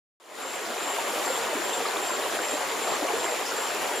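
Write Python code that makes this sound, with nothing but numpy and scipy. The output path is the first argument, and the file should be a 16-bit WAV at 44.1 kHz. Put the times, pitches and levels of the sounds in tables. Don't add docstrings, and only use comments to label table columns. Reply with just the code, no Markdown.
import sys
import numpy as np
from scipy import signal
from scipy.fft import rfft, irfft
from scipy.io import wavfile
from scipy.ndimage import uniform_filter1d

SR = 44100
rng = np.random.default_rng(int(sys.argv[2]) if len(sys.argv) > 2 else 0)


def generate_wav(signal):
    frames = np.transpose(np.atleast_2d(signal))
    scaled = np.clip(frames, -1, 1) * 32767
    pcm = np.round(scaled).astype(np.int16)
    wavfile.write(sys.argv[1], SR, pcm)


N = 176400
T = np.arange(N) / SR

# time in seconds, gain in dB.
FLOW_CURVE = [(.2, 0.5), (.6, 0.5), (.9, -0.5), (1.25, 1), (1.56, 0.4), (1.66, 0.5), (1.85, 0.8),
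              (2.3, 0.7), (2.7, 0), (2.92, 2), (3.12, 0), (3.36, 2), (3.46, -1), (3.75, 1.15), (4, -0.5)]
# frequency in Hz, relative density in dB.
WASH_SPECTRUM = [(25, -43), (60, -27.5), (150, -10), (260, -9.5), (420, -2.5), (1000, -1), (1500, -5),
                 (3000, -7), (5000, -15), (6500, -13), (8000, -16.5), (10000, -13), (13000, -18),
                 (15500, -23)]
# frequency in Hz, left-right correlation (clipped to -1..1 in use).
WASH_CORRELATION = [(60, -1.03), (110, -0.61), (170, -0.89), (270, 0.5), (450, 1), (1200, 0.84),
                    (3000, 0.67), (6000, 0.69), (9000, 0.63), (12000, 0.091), (15000, 0.18)]
# frequency in Hz, left minus right in dB.
WATER_BALANCE = [(100, 0.5), (400, -1), (1200, 2.5), (3300, .5), (7000, 0), (10000, 0.9), (15000, 3.5)]
# pitch in Hz, bubbles per second, class level in dB.
BUBBLE_CLASSES = [(202, 20, -67.5), (303, 40, -52), (395, 60, -44.5), (672, 60, -44.5), (1014, 70, -45.5),
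                  (1430, 80, -47.5), (3220, 110, -50), (5950, 130, -53.5)]
# start in seconds, pitch in Hz, relative peak in dB.
GULP_EVENTS = [(.696, 237, -33), (.984, 860, -23), (1.134, 8030, -37), (1.301, 490, -22),
               (1.332, 2570, -31), (1.529, 575, -22), (1.55, 275, -27.5), (1.567, 382, -24.5),
               (1.732, 3340, -27), (1.802, 693, -24.5), (1.854, 1180, -21), (1.861, 2060, -26),
               (1.885, 4060, -24), (1.96, 1064, -21), (1.969, 3360, -25), (2.19, 563, -23.5),
               (2.26, 980, -20.5), (2.367, 760, -26), (2.389, 1420, -25), (2.485, 5020, -29),
               (2.53, 270, -31.5), (2.719, 3590, -29.5), (2.874, 1150, -24.5), (2.933, 1150, -25),
               (3.023, 291, -26), (3.049, 610, -18.5), (3.068, 5740, -27), (3.085, 2700, -27),
               (3.087, 2200, -24), (3.12, 696, -25), (3.134, 417, -20.5), (3.184, 456, -27.5),
               (3.242, 900, -22.5), (3.243, 3070, -26.5), (3.261, 1600, -25), (3.282, 1940, -26),
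               (3.321, 453, -26), (3.462, 6100, -27.5), (3.69, 5700, -33), (3.819, 11220, -33)]
# crest time, rise and fall in seconds, centre and width in Hz, level in dB.
SPLASH_EVENTS = [(0.89, 0.013, 0.014, 900, 190, -31.5), (1.07, 0.022, .03, 1980, 500, -33.5),
                 (1.19, .25, .25, 10600, 1900, -44.5), (2.28, .08, .08, 10000, 1800, -46),
                 (2.93, 0.066, 0.057, 970, 230, -32.5), (3.105, 0.026, 0.018, 880, 190, -29),
                 (3.464, .002, 0.06, 5400, 700, -37), (3.62, .02, .025, 10500, 1800, -44),
                 (3.82, .003, .02, 11000, 1500, -41)]
# start in seconds, length in seconds, gain in dB.
CHIRP_EVENTS = [(.42, .155, -.5), (.82, .15, -1.5), (1.24, .155, 0), (1.635, .155, 0), (2.015, .15, .5),
                (2.415, .17, -.5), (2.825, .135, -1), (3.185, .16, 0), (3.568, .15, -.5), (3.955, .15, 0)]
# time in seconds, gain in dB.
FADE_CURVE = [(.2, -27.5), (.3, -18.5), (.41, -8), (.6, -5.5), (.9, -2)]

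WASH_DB, PATCH_DB, FLICKER_DB = -31, 3, 0.56
TREBLE_FOLLOWS, TREBLE_HZ = 0.41, 1800
BUBBLE_CYCLES, BUBBLE_SPREAD_DB, BUBBLE_PAN = 2.37, 2.5, 0.39
BUBBLE_HIGHPASS_HZ = 177
GULP_CYCLES, GULP_REF_HZ = 3.14, 596
SPRAY_DB, SPRAY_PER_S, SPRAY_SPREAD_DB, SPRAY_DECAY_S = -48.5, 650, 7.5, 0.0006
SWARM_WET_DB, GULP_WET_DB, BANK_T60_S = -5, -9, 0.11
WING_HZ, WING_WAVER_HZ, WING_RASP = 7438, 13.6, 0.37
STROKES_PER_S, STROKE_DECAY_S, STROKE_FLAT_HZ, STROKE_JITTER_CYCLES = 106, 0.0058, 20, 0.053
CHIRP_DB, CHIRP_ATTACK_S, CHIRP_RELEASE_S = -37, 0.0015, 0.0099
INSECT_WET_DB, INSECT_T60_S = -19, 0.18
CHORUS_DB, CHORUS_HZ, CHORUS_WIDTH_HZ, CHORUS_PULSE_HZ = -40.5, 7215, 180, 51.7
SILENCE_S, LOWPASS_HZ = 0.2, 15600


def wash(size=1024, hop=256):
    frames, hz = N // hop + 5, np.fft.rfftfreq(size, 1 / SR)
    left_re, left_im, other_re, other_im, patches = rng.standard_normal((5, frames, len(hz)))
    patches = unit(uniform_filter1d(uniform_filter1d(patches, size=9, axis=0), size=9, axis=1))
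    flicker = unit(uniform_filter1d(rng.standard_normal(frames), size=7))[:, None]
    follows = TREBLE_FOLLOWS + (1 - TREBLE_FOLLOWS) / (1 + (hz / TREBLE_HZ) ** 2)
    flow_db = np.interp(np.arange(frames) * hop / SR, *np.transpose(FLOW_CURVE))[:, None]
    level_db = lookup(WASH_SPECTRUM, hz) + follows * (flow_db + PATCH_DB * patches) + FLICKER_DB * flicker
    correlation = np.clip(lookup(WASH_CORRELATION, hz), -1, 1)
    left = left_re + 1j * left_im
    right = correlation * left + np.sqrt(1 - correlation ** 2) * (other_re + 1j * other_im)
    spectra = np.array([left, right]) * amp(level_db)
    _, rush = signal.istft(spectra.swapaxes(1, 2), nperseg=size, noverlap=size - hop)
    return amp(WASH_DB) * unit(rush[:, :N])


def bubble(hz, cycles, rise=0.043):
    age = np.arange(0, 6, hz / cycles / SR)
    envelope = (1 - np.exp(-age / 0.74)) * np.exp(-age)
    return envelope * np.sin(2 * np.pi * cycles * (age + rise * age ** 2 / 2))


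def gurgle(classes=40):
    out = np.zeros((2, N))
    for hz in np.geomspace(BUBBLE_CLASSES[0][0], BUBBLE_CLASSES[-1][0], classes):
        ring = bubble(hz, BUBBLE_CYCLES * rng.uniform(0.57, 1.24))
        births = impulses(lookup(BUBBLE_CLASSES, hz), BUBBLE_SPREAD_DB, BUBBLE_PAN)
        swarm = signal.oaconvolve(births, ring[None], axes=1)[:, :N]
        out += amp(lookup(BUBBLE_CLASSES, hz, column=2)) * unit(swarm)
    return out * amp(np.interp(T, *np.transpose(FLOW_CURVE)))


def gulps():
    out = np.zeros(N)
    for start_s, hz, db in GULP_EVENTS:
        ring = bubble(hz, GULP_CYCLES * (hz / GULP_REF_HZ) ** 0.23)
        add(out, start_s, amp(db) * ring / ring.max())
    return out


def splashes():
    out = np.zeros((2, N))
    for crest_s, rise_s, fall_s, hz, width_hz, db in SPLASH_EVENTS:
        mid, side = noise_band(hz, width_hz), 0.43 * noise_band(hz, width_hz)
        swell = np.exp(-((T - crest_s) / np.where(T < crest_s, rise_s, fall_s)) ** 2)
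        out += amp(db) * swell * np.array([mid + side, mid - side])
    return out


def spray(shapes=8, size=256, band_hz=(2960, 10000)):
    out = np.zeros((2, N))
    for _ in range(shapes):
        tick = rng.standard_normal(size) * np.exp(-T[:size] / SPRAY_DECAY_S)
        drops = impulses(SPRAY_PER_S / shapes, SPRAY_SPREAD_DB, pan=0.98)
        out += signal.oaconvolve(drops, tick[None], axes=1)[:, :N]
    bandpass = signal.butter(1, band_hz, "band", fs=SR, output="sos")
    return amp(SPRAY_DB) * unit(signal.sosfilt(bandpass, out))


def insect():
    out = np.zeros(N)
    for start_s, length_s, db in CHIRP_EVENTS:
        t = T[T < length_s + CHIRP_RELEASE_S / 2]
        turns = t * STROKES_PER_S
        stroke, age_s = turns.astype(int), turns % 1 / STROKES_PER_S
        slip, force = rng.standard_normal((2, 64))
        pitch_hz = WING_HZ + WING_WAVER_HZ * noise_band(0, width_hz=7.7)[:len(t)]
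        cycles = np.cumsum(pitch_hz) / SR - STROKE_FLAT_HZ * age_s + STROKE_JITTER_CYCLES * slip[stroke]
        tone = np.sqrt(2) * np.sin(2 * np.pi * cycles)
        rasp = WING_RASP * noise_band(WING_HZ - STROKE_FLAT_HZ, width_hz=130)[:len(t)]
        pulses = (1 - np.exp(-age_s / STROKE_DECAY_S / 0.37)) * np.exp(-age_s / STROKE_DECAY_S)
        chirp = unit(pulses * amp(2 * force[stroke]) * (tone + rasp))
        edges = np.minimum(np.minimum(t / CHIRP_ATTACK_S, (t[-1] - t) / CHIRP_RELEASE_S), 1)
        add(out, start_s, amp(CHIRP_DB + db) * edges * chirp)
    return out + amp(INSECT_WET_DB) * reflections(out, INSECT_T60_S)


def chorus(depth=0.065):
    phase = 2 * np.pi * CHORUS_PULSE_HZ * T
    mid = noise_band(CHORUS_HZ, CHORUS_WIDTH_HZ) * (1 + depth * (np.cos(phase) + np.cos(2 * phase)))
    side = 0.17 * noise_band(CHORUS_HZ, CHORUS_WIDTH_HZ)
    return amp(CHORUS_DB) * unit(np.array([mid + side, mid - side]))


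def reflections(x, t60_s, paths=4, size=12000, drift_hz=2.3, onset_s=0.0037):
    out = np.zeros((2, N))
    envelope = np.exp(-np.log(1000) * T[:size] / t60_s) * (1 - np.exp(-T[:size] / onset_s))
    for k in range(paths):
        tail = rng.standard_normal((2, size)) * envelope
        tail /= np.linalg.norm(tail[0])
        share = np.sqrt(2 / paths) * np.cos(2 * np.pi * drift_hz * T + np.pi * k / paths)
        out += signal.fftconvolve(np.atleast_2d(x) * share, tail, axes=1)[:, :N]
    return out


def impulses(per_s, spread_db, pan):
    fires = rng.random(N) < per_s / SR
    size = np.minimum(rng.exponential(1, N), 4)
    place = rng.uniform(-0.97, 1, N)
    hits = fires * amp(spread_db * size) * rng.choice([-1, 1], N)
    return hits * np.array([1 + pan * place, 1 - pan * place])


def noise_band(hz, width_hz):
    bell = np.exp(-((np.fft.rfftfreq(N, 1 / SR) - hz) / width_hz / 2) ** 2)
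    return unit(irfft(rfft(rng.standard_normal(N)) * bell, N))


def amp(db):
    return 10 ** (np.asarray(db) / 20)


def unit(x):
    return x / np.sqrt(np.mean(x ** 2) + 1e-20)


def lookup(table, hz, column=1):
    columns = np.transpose(table)
    return np.interp(np.log(hz + 1), np.log(columns[0] + 1), columns[column])


def add(mix, start_s, sound):
    part = mix[round(start_s * SR):][:len(sound)]
    part += sound[:len(part)]


def scene():
    swarm, near = gurgle() + spray(), gulps()
    to_banks = amp(SWARM_WET_DB) * swarm + amp(GULP_WET_DB) * near
    bubbling = swarm + near + splashes() + reflections(to_banks, BANK_T60_S)
    highpass = signal.butter(3, BUBBLE_HIGHPASS_HZ, "high", fs=SR, output="sos")
    water = wash() + signal.sosfilt(highpass, bubbling)
    lean_db = lookup(WATER_BALANCE, np.fft.rfftfreq(N, 1 / SR)) / 2
    return irfft(rfft(water) * amp([lean_db, -lean_db]), N) + insect() + chorus()


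def record(dry):
    fade = amp(np.interp(T, *np.transpose(FADE_CURVE))) * (T >= SILENCE_S)
    lowpass = signal.firwin(511, LOWPASS_HZ, window=("kaiser", 9), fs=SR)
    return signal.oaconvolve(dry * fade, lowpass[None], "same")


dry = scene()
out = record(dry)
generate_wav(out)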